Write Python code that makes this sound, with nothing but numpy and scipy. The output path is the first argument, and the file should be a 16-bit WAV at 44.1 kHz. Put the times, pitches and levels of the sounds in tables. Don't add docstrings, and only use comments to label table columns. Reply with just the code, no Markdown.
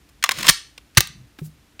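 import sys
import numpy as np
from scipy import signal
from scipy.fft import rfft, irfft
from scipy.io import wavfile

SR = 44100
rng = np.random.default_rng(int(sys.argv[2]) if len(sys.argv) > 2 else 0)


def dump(signal):
    limited = np.clip(np.atleast_2d(signal).T, -1, 1)
    pcm = np.round(limited * 32767).astype(np.int16)
    wavfile.write(sys.argv[1], SR, pcm)


def how_loud(loudness_db):
    steps = np.asarray(loudness_db, float) / 20
    return 10 ** steps


N = 79380
OVERLOAD = 1.0
TREBLE_LIMIT_HZ = 15700

# (frequency [Hz], density [dB per Hz])
FLOOR_SPECTRUM = [(20, -12), (58, 0), (110, -9), (300, -13), (550, -22), (2500, -23), (6000, -29),
                  (15700, -36)]
# (frequency [Hz], level [dB])
MAINS_HUM = [(59, -63), (294, -67)]
# (time [s], level [dB])
ARM_SHIFT = [(0, -75), (.1, -64), (.2, -72.5), (.35, -60), (.5, -66.5), (.77, -73), (.82, -69), (.9, -76),
             (.975, -76), (1.02, -45.5), (1.125, -58.5), (1.165, -45), (1.24, -47), (1.295, -65),
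             (1.405, -71), (1.46, -45.5), (1.58, -64), (1.8, -79)]
# (frequency [Hz], density [dB per Hz])
BENCH_SPECTRUM = [(30, -10.5), (60, 5.5), (140, 9.64), (250, -6.5), (400, -23.5), (700, -31), (1500, -48.5)]
# (frequency [Hz], level [dB])
STEEL_MODES = [(1330, -0.5), (1640, -3.5), (2150, -23), (2350, -8), (2630, -10), (2860, -5.5), (3250, -11),
               (3560, -5.5), (4080, -7.5), (4520, -5.5), (5300, -1), (6900, -11), (9400, -5)]
# (frequency [Hz], density [dB per Hz])
CRACK_SPECTRUM = [(150, -29.5), (400, -20), (850, -8), (1300, 8.5), (3900, 2.96), (6500, -1.5),
                  (10500, -11), (15500, -12)]
# (time [s], frequency [Hz])
WELL_PITCH = [(.24, 1152), (.29, 1073), (.45, 1004), (.49, 1110), (1.0, 1196)]
# (time [s],
# level [dB], chatter [s], brightness [dB per octave], hollow ring [dB])
CONTACTS = [(.089, -55.5, 0.0087, 5, -4), (.2259, -24, 0.0034, 0, -14.5),
            (.2389, -5, 0.00087, 0.7, -0.5), (0.2437, -15, .002, -1.14, 1),
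            (.258, -30.5, 0.0078, -0.9, 7.5), (0.2909, -9, .0012, 0.86, 7.5),
            (.3102, -18, 0.0022, 0, -11.5), (.3167, -17, 0.0029, 2.7, -1),
            (.373, -30.5, 0.00067, 1.2, -6.5), (0.386, -28.5, 0.006, 2.7, 0),
            (.4075, -29, 0.0045, 2.4, -5.5), (.428, -23.5, 0.0042, 2.3, -9),
            (.431, -21, 0.0017, 1.85, -8), (.4425, -26, 0.012, -1, 5.5), (.457, -30.5, 0.016, 4.9, 3),
            (.4674, -16, 0.0028, 2.5, -7.5), (.472, -19.5, 0.0025, -0.9, -6.5),
            (.4812, -10, .002, 0.7, -2.5), (.485, -6, 0.0027, 0.5, -12),
            (.4893, 1, 0.0086, 4.45, -10.5), (.505, -19.5, 0.0034, 4, -9),
            (.7777, -37, .004, -0.65, 2), (0.9492, -46.5, .0015, 3.5, -14.5),
                   (.956, -48, .0015, 0.7, -11.5), (.963, -45.5, .005, -0.6, -7.5),
                   (.9706, -18.5, .001, -8.5, -7), (0.9721, 0, .0035, 1.5, 1.5),
                   (0.9775, -2, 0.0033, 2.6, -9), (0.983, -15, .003, 3.9, -3),
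                   (1.0058, -5, 0.00075, 4.9, -6), (1.0722, -30, 0.00092, 4, -13),
                   (1.387, -42, 0.0068, -4.6, 2), (1.794, -33.5, 0.003, -4.65, -3.5)]
# (frequency [Hz], fall by 60 dB [s])
ROOM_DECAY = [(100, .2), (500, 0.096), (1500, 0.37), (4000, 0.34), (9000, 0.33), (15000, 0.1)]
# (frequency [Hz], level [dB])
ECHO_COLOUR = [(100, -19.5), (600, 6.5), (1500, -0.5), (4000, 5.1), (9000, -2), (15000, 4)]
# (time [s], level [dB])
SLIDE_PRESSURE = [
    (0.23, -58.5),
    (0.278, -55),
    (0.398, -35),
    (0.432, -39),
    (0.485, -32),
]
# (frequency [Hz], level [dB], fall by 60 dB [s])
GRIP_MODES = [(230.2, -30.5, .03), (354, -26, 0.018), (521.5, -30, 0.023)]
# (time [s], level [dB], frequency [Hz], fall by 60 dB [s])
SOFT_THUDS = [(.4935, -12.5, 165, 0.042), (.487, -24.5, 450, 0.056), (.494, -23, 43, 0.096),
              (.9762, 0, 120, .05), (.985, -20.5, 57, .1), (.9725, -11, 320, .02),
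              (.975, -19.5, 351, 0.088), (1.1, -38.5, 145, 0.071), (.778, -43, 485, 0.027),
              (0.38, -37.5, 140, 0.14), (1.21, -42.5, 200, 0.083), (.386, -40.5, 590, .05),
              (0.52, -41, 160, .05), (1.388, -32.5, 290, .05), (1.416, -23.5, 154.2, 0.25),
              (1.42, -34.5, 380, 0.051), (1.15, -51, 91, 0.16)]
# (frequency [Hz], level [dB])
SPRING_MODES = [(9330, -44), (9420, -44.5), (9530, -40), (9640, -42.5)]
# (time [s], level [dB])
SKIN_BRUSH = [
    (1.37, -84.5),
    (1.39, -50.5),
    (1.42, -61),
    (1.46, -44),
    (1.49, -61.5),
    (1.55, -77.5),
]


def rms_one(x):
    return x / np.sqrt(np.mean(x ** 2) + 1e-20)


def at_hz(points, hz):
    table_hz, values = np.transpose(points)
    return np.interp(np.log(hz), np.log(table_hz), values)


def in_time(rows):
    s, db = np.transpose(rows)
    return how_loud(np.interp(np.arange(N) / SR, s, db, left=-150, right=-150))


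def high_pass(x, hz):
    return signal.sosfilt(signal.butter(2, hz, "high", fs=SR, output="sos"), x)


def noise(points):
    hz = np.maximum(np.arange(N // 2 + 1) * SR / N, 10)
    spectrum = rfft(rng.standard_normal(N)) * how_loud(at_hz(points, hz))
    return rms_one(irfft(spectrum, N))


def floor():
    sos = signal.cheby2(12, 40, TREBLE_LIMIT_HZ + 300, fs=SR, output="sos")
    hiss = how_loud(-56) * signal.sosfilt(sos, noise(FLOOR_SPECTRUM))
    t = np.arange(N) / SR
    hum = sum(how_loud(db) * np.sin(2 * np.pi * hz * t) for hz, db in MAINS_HUM)
    return hiss + hum


def arm_shift():
    return in_time(ARM_SHIFT) * noise(BENCH_SPECTRUM)


def grains(per_s, size):
    born = rng.random(size) < per_s / SR
    sizes = np.minimum(rng.exponential(1, size), 3)
    spread_db = 3.5
    return rms_one(born * how_loud(spread_db * sizes) * rng.choice([-1, 1], size))


def ring(x, hz, t60):
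    r, w = how_loud(-60 / (t60 * SR)), 2 * np.pi * hz / SR
    return signal.lfilter([0, np.sin(w)], [1, -2 * r * np.cos(w), r * r], x + 1e-18)


def colour(x, points, tilt_db=0.):
    size = 1024
    hz = np.maximum(np.arange(size // 2 + 1) * SR / size, 20)
    octaves = np.log2(np.clip(hz, 600, 16000) / 3500)
    gain = how_loud(at_hz(points, hz) + tilt_db * octaves)
    cepstrum = irfft(np.log(rms_one(gain) + 1e-9))
    cepstrum[1:size // 2] *= 2
    cepstrum[size // 2 + 1:] = 0
    response = irfft(np.exp(rfft(cepstrum)))
    return signal.fftconvolve(x, response)[:len(x)]


def body(x, tilt_db, hollow_db, hollow_hz, strikes):
    crack_db, steel_db, hollow_level_db = 1, -31.5, -23
    steel_t60_s, hollow_t60_s = .018, .024
    strike_spread_db = 2.5
    sound = how_loud(crack_db) * colour(x, CRACK_SPECTRUM, tilt_db)
    sound = sound + how_loud(hollow_level_db + hollow_db) * ring(x, hollow_hz, hollow_t60_s)
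    for (hz, db), strike in zip(STEEL_MODES, strikes):
        level_db = db + steel_db + tilt_db * np.log2(hz / 3500) + strike_spread_db * strike
        sound = sound + how_loud(level_db) * ring(x, hz, steel_t60_s * np.sqrt(3500 / hz))
    return high_pass(sound, 696)


def contacts():
    chatter_per_s, chatter_t60_s, rise_s = 12000, .014, .0003
    out, t = np.zeros(N + SR), np.arange(4410) / SR
    for s, db, hold, tilt_db, hollow_db in CONTACTS:
        decay_db = 60 * np.maximum(t - hold, 0) / chatter_t60_s
        shape = how_loud(db - decay_db) * np.minimum(t / rise_s, 1)
        chatter = rms_one(shape * grains(chatter_per_s, len(t))) * np.sqrt(np.mean(shape ** 2))
        well_hz = np.interp(s, *np.transpose(WELL_PITCH))
        strikes = rng.standard_normal(len(STEEL_MODES))
        i = int(s * SR)
        out[i:i + len(t)] += body(chatter, tilt_db, hollow_db, well_hz, strikes)
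    return out[:N]


def room(x):
    level_db, onset_s = -20.5, 0.0027
    t = np.arange(SR) / SR
    edges = 70 * 2 ** np.arange(0, 8.1, .5)
    white, echo = rng.standard_normal((2, SR)), 0
    for k, (low, high) in enumerate(zip(edges, edges[1:])):
        hz = np.sqrt(low * high)
        sos = signal.butter(2, [low, high], "band", fs=SR, output="sos")
        band = signal.sosfilt(sos, white[k % 2])
        echo = echo + band * how_loud(at_hz(ECHO_COLOUR, hz) - 60 * t / at_hz(ROOM_DECAY, hz))
    echo = echo * np.minimum(t / onset_s, 1) ** 2
    return how_loud(level_db) * signal.fftconvolve(x, echo / np.sqrt(np.sum(echo ** 2)))[:N]


def slide():
    scrape = how_loud(3) * in_time(SLIDE_PRESSURE) * grains(3000, N)
    steel = body(scrape, .4, -7, WELL_PITCH[2][1], np.zeros(len(STEEL_MODES)))
    grip = sum(how_loud(db) * ring(scrape, hz, t60) for hz, db, t60 in GRIP_MODES)
    return steel + grip


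def thuds():
    rise_s = 0.00081
    out, t = np.zeros(N), np.arange(N) / SR
    for s, db, hz, t60 in SOFT_THUDS:
        age = np.maximum(t - s, 0)
        envelope = how_loud(db - 60 * age / t60) * (1 - np.exp(-age / rise_s))
        out -= envelope * np.sin(2 * np.pi * hz * age)
    return out


def latch_spring():
    snap_s, t60_s = .498, .28
    snap = np.arange(N) == int(snap_s * SR)
    return sum(how_loud(db) * ring(snap, hz, t60_s) for hz, db in SPRING_MODES)


def brush():
    return in_time(SKIN_BRUSH) * high_pass(rng.standard_normal(N), 4900)


def scene():
    near = contacts() + slide() + thuds() + latch_spring() + brush()
    return (floor() + arm_shift() + near + room(near))[None]


def roll_off(x):
    return signal.sosfilt(signal.butter(12, 16390, fs=SR, output="sos"), x)


def record(dry):
    x = high_pass(np.clip(dry, -OVERLOAD, OVERLOAD), 35)
    x = signal.sosfilt(signal.butter(4, TREBLE_LIMIT_HZ + 600, fs=SR, output="sos"), x)
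    mix = np.clip(x, -OVERLOAD, OVERLOAD)
    return roll_off(mix)


dry = scene()
out = record(dry)
dump(out)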